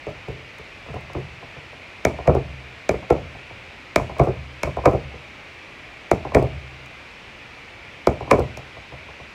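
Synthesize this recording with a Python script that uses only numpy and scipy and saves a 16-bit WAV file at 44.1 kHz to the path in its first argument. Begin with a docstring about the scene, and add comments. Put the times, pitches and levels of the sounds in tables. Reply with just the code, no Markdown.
"""A free-standing heavy bag at the mouth of a brick garage, punched with gloves: light taps, then hard
one-two pairs. The vinyl cover cracks and smacks, the padding thuds, and after each blow the post knocks
in its hollow base in a set rhythm. The wall throws each blow back and the garage booms briefly.
A small microphone takes it all in, over a steady outdoor hiss of leaves and distant traffic."""
import sys
import numpy as np
from scipy import signal
from scipy.fft import rfft, irfft
from scipy.io import wavfile
from scipy.ndimage import uniform_filter1d

SR = 44100
rng = np.random.default_rng(int(sys.argv[2]) if len(sys.argv) > 2 else 0)


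def output_pcm(signal):
    """Save a mono or channel-first signal as 16-bit PCM at the path in sys.argv[1].

    Samples are clipped to [-1, 1] before scaling.
    """
    pcm = np.clip(np.atleast_2d(signal).T, -1, 1) * 32767
    wavfile.write(sys.argv[1], SR, np.round(pcm).astype(np.int16))


N = 411894
LEAD = 1024  # samples ahead of each contact
T = (np.arange(36864) - LEAD) / SR  # seconds from the contact of one blow

# The cover popping like a drumhead. Each row: frequency in Hz, level in dB, swell time in seconds.
COVER_POP_MODES = [(1036, 4.5, 0.0021), (1190, -1, 0.0019)]
# The whole bag shoved aside. Each row: frequency in Hz, level in dB, swell time in seconds.
BAG_SHOVE_MODES = [(77.5, 1.5, 0.014), (132.4, 2.5, 0.0085)]
# The colour of the vinyl's crack. Each row: frequency in Hz, relative level in dB.
CRACK_SPECTRUM = [(300, -26), (1200, -4), (3000, 5.5), (4200, 8.5), (5500, 9.5), (7500, 4.5), (10000, -3.5),
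                  (13000, -7), (16000, -11.5)]


def amp(db):
    """Decibels to gain."""
    return 10 ** (np.asarray(db) / 20)


def read(points, hz):
    """A table's value on a log-frequency axis."""
    frequencies, values = np.transpose(points)
    return np.interp(np.log(hz + 1), np.log(frequencies + 1), values)


def unit(x):
    """Scales to energy 1."""
    return x / np.sqrt(np.sum(x ** 2) + 1e-20)


def add(mix, start_s, sound):
    """Mixes in a sound whose contact, LEAD samples in, falls at start_s."""
    part = mix[max(round(start_s * SR) - LEAD, 0):][:len(sound)]
    part += sound[:len(part)]


def placed(x, lag_s=0):
    """Puts a response on the time axis T, starting lag_s after the contact."""
    return np.pad(x, (LEAD + round(lag_s * SR), len(T)))[:len(T)]


def through(x, response):
    """Convolves, keeping the length."""
    return signal.fftconvolve(x, response)[:len(x)]


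def causal(gain_db, size=4096):
    """Shortest causal response with the spectral shape gain_db(hz), peak 1."""
    log_gain = np.log(amp(gain_db(abs(np.fft.fftfreq(size, 1 / SR)))))
    minimum_phase = np.exp(signal.hilbert(log_gain).conj())
    response = np.fft.ifft(minimum_phase).real[:size // 2]
    return response / abs(response).max()


def damped(modes):
    """Heavily damped modes that swell and die within a few cycles."""
    t = np.arange(len(T)) / SR
    return sum(amp(db) * (t / swell * np.exp(1 - t / swell)) ** 2 * np.sin(2 * np.pi * hz * t)
               for hz, db, swell in modes)


def outdoor_air(level_db=-41.5, patchy_db=1.03):
    """Distant traffic and a leafy hiss outside the garage, drifting a little in patches."""
    # The colour of the air. Each row: frequency in Hz, relative noise density in dB.
    air_spectrum = [(20, -25), (40, 2.5), (62, -1), (95, 0), (125, -2.5), (180, -6.5), (550, -6),
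                    (1000, -8.5), (1650, -8.5), (2400, -1), (3200, -12), (5500, -23), (10000, -39),
                    (16000, -51)]
    hz, _, spectra = signal.stft(rng.standard_normal(N), SR, nperseg=4096, noverlap=3072)
    patches = uniform_filter1d(rng.standard_normal(spectra.shape), size=8, axis=0)
    patches = uniform_filter1d(patches, size=8, axis=1)
    spectra *= amp(read(air_spectrum, hz)[:, None] + patchy_db * patches / patches.std())
    noise = signal.istft(spectra, SR, nperseg=4096, noverlap=3072)[1][:N]
    return amp(level_db) * noise / noise.std()


def contact(spread_s, crumple, gather=0.6, fold_hz=400):
    """Force of a blow: one clean hit amid little folds, which build in `gather` times their fade time."""
    envelope = np.exp(-np.maximum(-T / gather, T) / spread_s)
    folds = rng.standard_normal(len(T)) * envelope
    folds = signal.lfilter(*signal.butter(2, fold_hz, "high", fs=SR), folds + 1e-20)
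    return (T == 0) + crumple * unit(folds)


def padding_thud(pitch_hz, sink_s, bump_db, octaves):
    """Dead, broad response of the padding; as the glove sinks in, lows come later and the pitch drops."""
    # The colour of the padding. Each row: frequency in Hz, relative level in dB.
    padding_spectrum = [(30, -26), (100, -28.5), (190, -11), (260, -7), (380, -2.5), (500, -4), (650, -2.5),
                        (850, -9.5), (1100, -12.5), (1400, -18.5), (1700, -44), (3000, -48), (8000, -71)]
    response = causal(lambda hz: read(padding_spectrum, hz)
                      + bump_db * np.exp(-(np.log2((hz + 1) / pitch_hz) / octaves) ** 2))
    size = 2 * len(response)
    hz = np.fft.rfftfreq(size, 1 / SR)
    delay_s = sink_s * 2 * pitch_hz / (hz + pitch_hz)
    swept = irfft(rfft(response, size) * np.exp(-2j * np.pi * np.cumsum(delay_s) * hz[1]))
    return swept / abs(swept).max()


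def crack(spread_s, fizz, second_gain, gap_s=0.0026):
    """Air bursts from between glove and cover in two sharp snaps, amid the fizz of creasing vinyl."""
    second_snap = contact(spread_s=0.00042, crumple=0.58)
    gap = round(gap_s * rng.uniform(0.54, 1.5) * SR)
    return unit(contact(spread_s, fizz) + second_gain * np.roll(second_snap, gap))


def base_hum(build_s=0.14):
    """The hollow base takes up the shove and hums on."""
    # The ringing of the base. Each row: frequency in Hz, level in dB, seconds to fall 60 dB.
    base_modes = [(69.7, -13, 1.33), (129.7, -14, 1.35), (157, -28, 0.42)]
    t = np.arange(len(T)) / SR
    ring = sum(amp(db - 60 * t / t60) * np.sin(2 * np.pi * hz * t) for hz, db, t60 in base_modes)
    return ring * (1 - np.exp(-(t / build_s) ** 2))


def garage(x, echo_edge_hz=850, build_s=0.0023, size=12288):
    """The garage heard from its mouth: a few dull echoes and a diffuse tail, drawn afresh each time."""
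    # Echoes off ground, wall and door frame. Each row: delay in seconds, gain.
    echoes = [(0.016, 0.54), (0.02, 0.45), (0.045, 0.15)]
    # The length of the tail. Each row: frequency in Hz, seconds to fall 60 dB.
    tail_t60 = [(60, 0.7), (140, 0.76), (300, 0.1249), (700, 0.35), (2000, 0.17), (8000, 0.4), (16000, 0.3)]
    # The colour of the tail. Each row: frequency in Hz, level in dB.
    tail_spectrum = [(60, -17), (150, -1), (250, 8), (400, 1.5), (650, -4), (1100, -5), (2200, -6.5),
                     (4000, -10), (8000, -7.5), (16000, -11)]
    taps = np.zeros(size)
    for delay_s, gain in echoes:
        taps[round(delay_s * SR)] += gain
    early = signal.lfilter(*signal.butter(2, echo_edge_hz, fs=SR), taps)
    hz, t, noise = signal.stft(rng.standard_normal(size), SR, nperseg=256)
    fade = amp(-60 * t / read(tail_t60, hz)[:, None]) * (1 - np.exp(-(t / build_s) ** 2))
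    fade /= np.sqrt(np.sum(fade ** 2, axis=1, keepdims=True) * t[1] * SR)  # equal energy in each band
    colour = amp(read(tail_spectrum, hz))[:, None]
    tail = signal.istft(noise * fade * colour, SR, nperseg=256)[1][:size]
    return through(x, early + tail)


def punches(blows, spread_s, crumple, fizz, sink_s, bump_db, octaves, pad_db, shove_db, lag_s, hum_db,
            drum_db, vinyl_db, snap_db, wet_db, dry_slope):
    """Each punch drives padding, bag, base and cover; harder ones stand out more from the room."""
    # Stretched vinyl smacking taut. Each row: frequency in Hz, level in dB, swell time in seconds.
    vinyl_modes = [(1870, 0.5, 0.001), (2277, 3, 0.0017)]
    # The hollow core answering a thud. Each row: frequency in Hz, level in dB, swell time in seconds.
    core_modes = [(424.4, -20.5, 0.0046), (557, -23.5, 0.0043)]
    round_slope = 0.21  # soft blows are rounder, hard ones broader
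    crack_slope = 1.2  # the crack grows faster than the slap
    hum_slope = 1.29  # only a hard shove sets the base humming
    out = np.zeros(N)
    shove, hum = placed(damped(BAG_SHOVE_MODES), lag_s), placed(base_hum())
    drum, vinyl, core = damped(COVER_POP_MODES), damped(vinyl_modes), damped(core_modes)
    snap = causal(lambda hz: read(CRACK_SPECTRUM, hz))
    for start_s, thud_db, pitch_hz, push_db, pop_db, slap_db, _ in blows:
        thud = padding_thud(pitch_hz, sink_s, bump_db - round_slope * thud_db, octaves)
        cover = amp(pop_db + drum_db) * drum + amp(slap_db + vinyl_db) * vinyl
        body = amp(thud_db + pad_db) * thud + (cover + amp(thud_db) * core)[:len(thud)]
        sharp = amp(crack_slope * slap_db + snap_db) * snap
        push = amp(push_db + shove_db) * shove
        direct = through(contact(spread_s, crumple), body) + push
        direct += through(crack(spread_s, fizz, second_gain=0.42), sharp)
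        inward = amp(-4.5) * sharp  # the crack is beamed outward, so less of it enters the garage
        room = amp(wet_db - dry_slope * thud_db) * garage(placed(body) + placed(inward) + push)
        add(out, start_s, direct + room + amp(hum_slope * push_db + hum_db) * hum)
    return out


def tick(low_edge_hz=7000):
    """One thin tick of grit or plastic."""
    snap = causal(lambda hz: read(CRACK_SPECTRUM, hz))
    thin = signal.lfilter(*signal.butter(1, low_edge_hz, "high", fs=SR), snap)
    return through(crack(spread_s=0.0017, fizz=1.1, second_gain=0.3), thin)


def creases(blows, crease_db, grains_per_s, lead_s, fade_s, force_slope=0.47, uneven_db=5.5, wet_db=-3):
    """Glove and cover crease as the fist sinks in and pulls out: a short patter of tiny ticks."""
    out = np.zeros(N)
    envelope = np.exp(-np.maximum(-T / lead_s, T / fade_s) ** 2)
    for start_s, thud_db, *_ in blows:
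        sizes = amp(uneven_db * np.minimum(rng.exponential(1, len(T)), 3))
        signs = rng.choice([-1, 1], len(T))
        fires = rng.random(len(T)) < grains_per_s / SR
        patter = through(sizes * signs * fires * envelope, tick())
        add(out, start_s, amp(crease_db + force_slope * thud_db) * patter)
    return out + amp(wet_db) * garage(out)


def rebounds(blows, pattern):
    """Every blow is followed by the same run of knocks, listed as rows for post_knocks."""
    return [(start_s + delay_s, rebound_db + db, pitch_hz)
            for start_s, *_, rebound_db in blows for delay_s, db, pitch_hz in pattern]


def post_knocks(rows, crumple, pad_db, shove_db, drum_db, tick_db, wet_db, rattle_s=0.01, lag_s=0.0041):
    """Post and base bump: a loose, dull blow with a faint tick; the heavy base follows a moment later."""
    out = np.zeros(N)
    drum = damped(COVER_POP_MODES)
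    push = amp(shove_db) * placed(damped(BAG_SHOVE_MODES), lag_s)
    for start_s, db, pitch_hz in rows:
        thud = padding_thud(pitch_hz, sink_s=0.002968, bump_db=7.5, octaves=0.41)
        body = amp(pad_db) * (thud + amp(drum_db) * drum[:len(thud)])
        direct = through(contact(rattle_s, crumple, gather=0.34), body) + push + amp(tick_db) * tick()
        room = amp(wet_db) * garage(placed(body) + push)
        add(out, start_s, amp(db) * (direct + room))
    return out


def stray_ticks(tick_db=6, wet_db=-2):
    """Grit and plastic tick here and there, and the garage answers."""
    # Each row: start in seconds, relative level in dB.
    grit_ticks = [(0.286, -43), (0.585, -37), (0.944, -40), (1.01, -42), (1.134, -36), (2.35, -33),
                  (4.185, -32), (6.427, -31), (6.861, -38), (8.395, -25), (8.573, -27)]
    out = np.zeros(N)
    for start_s, db in grit_ticks:
        add(out, start_s, amp(db + tick_db) * tick())
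    return out + amp(wet_db) * garage(out)


def scene():
    """At the garage mouth, in mono: jabs, crosses, rebounding post and wobbling base over outdoor air."""
    # Quick lead-hand blows. Each row: start in seconds, thud in dB, pitch in Hz, then shove, pop, slap
    # and rebound of the post in dB. All levels are relative.
    jabs = [(0.067, -21, 610, -38.5, -52, -39, -53), (0.885, -34, 695, -39.5, -38, -49, -53),
            (0.94, -26, 710, -38, -35, -44, -56), (2.051, -3.5, 620, -24, -14.5, -14, -21.5),
            (2.892, -7, 610, -28.5, -23, -18, -28), (3.96, -6.5, 623, -24, -12.5, -12, -22),
            (4.633, -16.5, 620, -28.5, -20, -17, -14), (6.114, -4, 615, -24, -20, -17.5, -17.5),
            (8.071, -2.5, 600, -24, -13.5, -18, -18.5)]
    # Heavy rear-hand blows that sink in. Each row reads as for the jabs.
    crosses = [(0.281, -26, 401, -30, -63, -48, -38), (1.149, -21, 404, -27, -64, -42, -45),
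               (2.275, -3, 543, -13, -20, -25.5, -10), (3.104, -6.5, 474, -20, -23, -23, -34),
               (4.196, -5.5, 546.6, -13.5, -12, -25.5, -11.5), (4.857, -2.5, 554, -18, -4.5, -16.5, -11.5),
               (6.348, -1.5, 628, -11, -45, -15.5, -14), (8.312, -2, 565.3, -21, -4.5, -12, -10)]
    # The post rebounding in its socket after a jab, then a shoe pivoting on the ground before the cross; and
    # the post rebounding after a cross. Each row: delay in seconds, level in dB relative to the blow's rebound,
    # pitch in Hz.
    jab_knocks = [(0.136, 0.5, 756), (0.205, -5, 617)]
    cross_rebound = [(0.02, 1.5, 507), (0.075, -0.5, 406), (0.09, -4, 430)]
    # The base wobbling on the ground. Each row: start in seconds, relative level in dB, pitch in Hz.
    wobbles = [(0.593, -33.5, 480), (0.861, -31.5, 569), (0.964, -26, 632), (1.098, -31.5, 615),
               (1.426, -31, 685), (1.565, -28.5, 652), (1.729, -34, 704), (2.94, -16, 437),
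               (3.351, -28, 760), (3.507, -30, 686), (3.997, -12.5, 652), (4.672, -16.5, 560),
               (5.14, -30, 492), (8.572, -24.5, 760), (8.767, -30, 713), (8.921, -25.5, 649),
               (9.087, -32.5, 680), (9.199, -28, 692)]
    mix = outdoor_air()
    mix += punches(jabs, spread_s=0.0011, crumple=0.64, fizz=0.92, sink_s=0.00191, bump_db=4,
                   octaves=0.17, pad_db=0.5, shove_db=2.0, lag_s=0.0037, hum_db=-13,
                   drum_db=-6.0, vinyl_db=-3.0, snap_db=8.5, wet_db=-2.5, dry_slope=0.26)
    mix += punches(crosses, spread_s=0.0064, crumple=0.77, fizz=0.4, sink_s=0.004612, bump_db=4,
                   octaves=0.3, pad_db=2.5, shove_db=-0.5, lag_s=0.0018, hum_db=2,
                   drum_db=-7.5, vinyl_db=-1, snap_db=6.5, wet_db=0.6, dry_slope=0.04)
    mix += creases(jabs, crease_db=-41, grains_per_s=500, lead_s=0.004, fade_s=0.016)
    mix += creases(crosses, crease_db=-45.5, grains_per_s=240, lead_s=0.037, fade_s=0.067)
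    mix += post_knocks(rebounds(jabs, jab_knocks), crumple=0.68,
                       pad_db=-1.5, shove_db=-16, drum_db=-13, tick_db=-20, wet_db=1)
    mix += post_knocks(rebounds(crosses, cross_rebound), crumple=1.0,
                       pad_db=-0.5, shove_db=-12.5, drum_db=-22.5, tick_db=-27, wet_db=-2.5)
    mix += post_knocks(wobbles, crumple=1.0,
                       pad_db=-1.0, shove_db=-12, drum_db=-17.5, tick_db=-30, wet_db=-2.5)
    return (mix + stray_ticks())[None]


def record(dry, ceiling=0.94, low_cut_hz=42, high_cut_hz=16200):
    """The small microphone sheds the deepest bass; hard peaks are rounded and the top treble is cut."""
    thin = signal.lfilter(*signal.butter(2, low_cut_hz, "high", fs=SR), dry)
    rounded = thin / (1 + (thin / ceiling) ** 6) ** (1 / 6)
    band_limit = signal.firwin(511, high_cut_hz, window=("kaiser", 9), fs=SR)
    return signal.oaconvolve(rounded, band_limit[None], "same")


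dry = scene()
out = record(dry)
output_pcm(out)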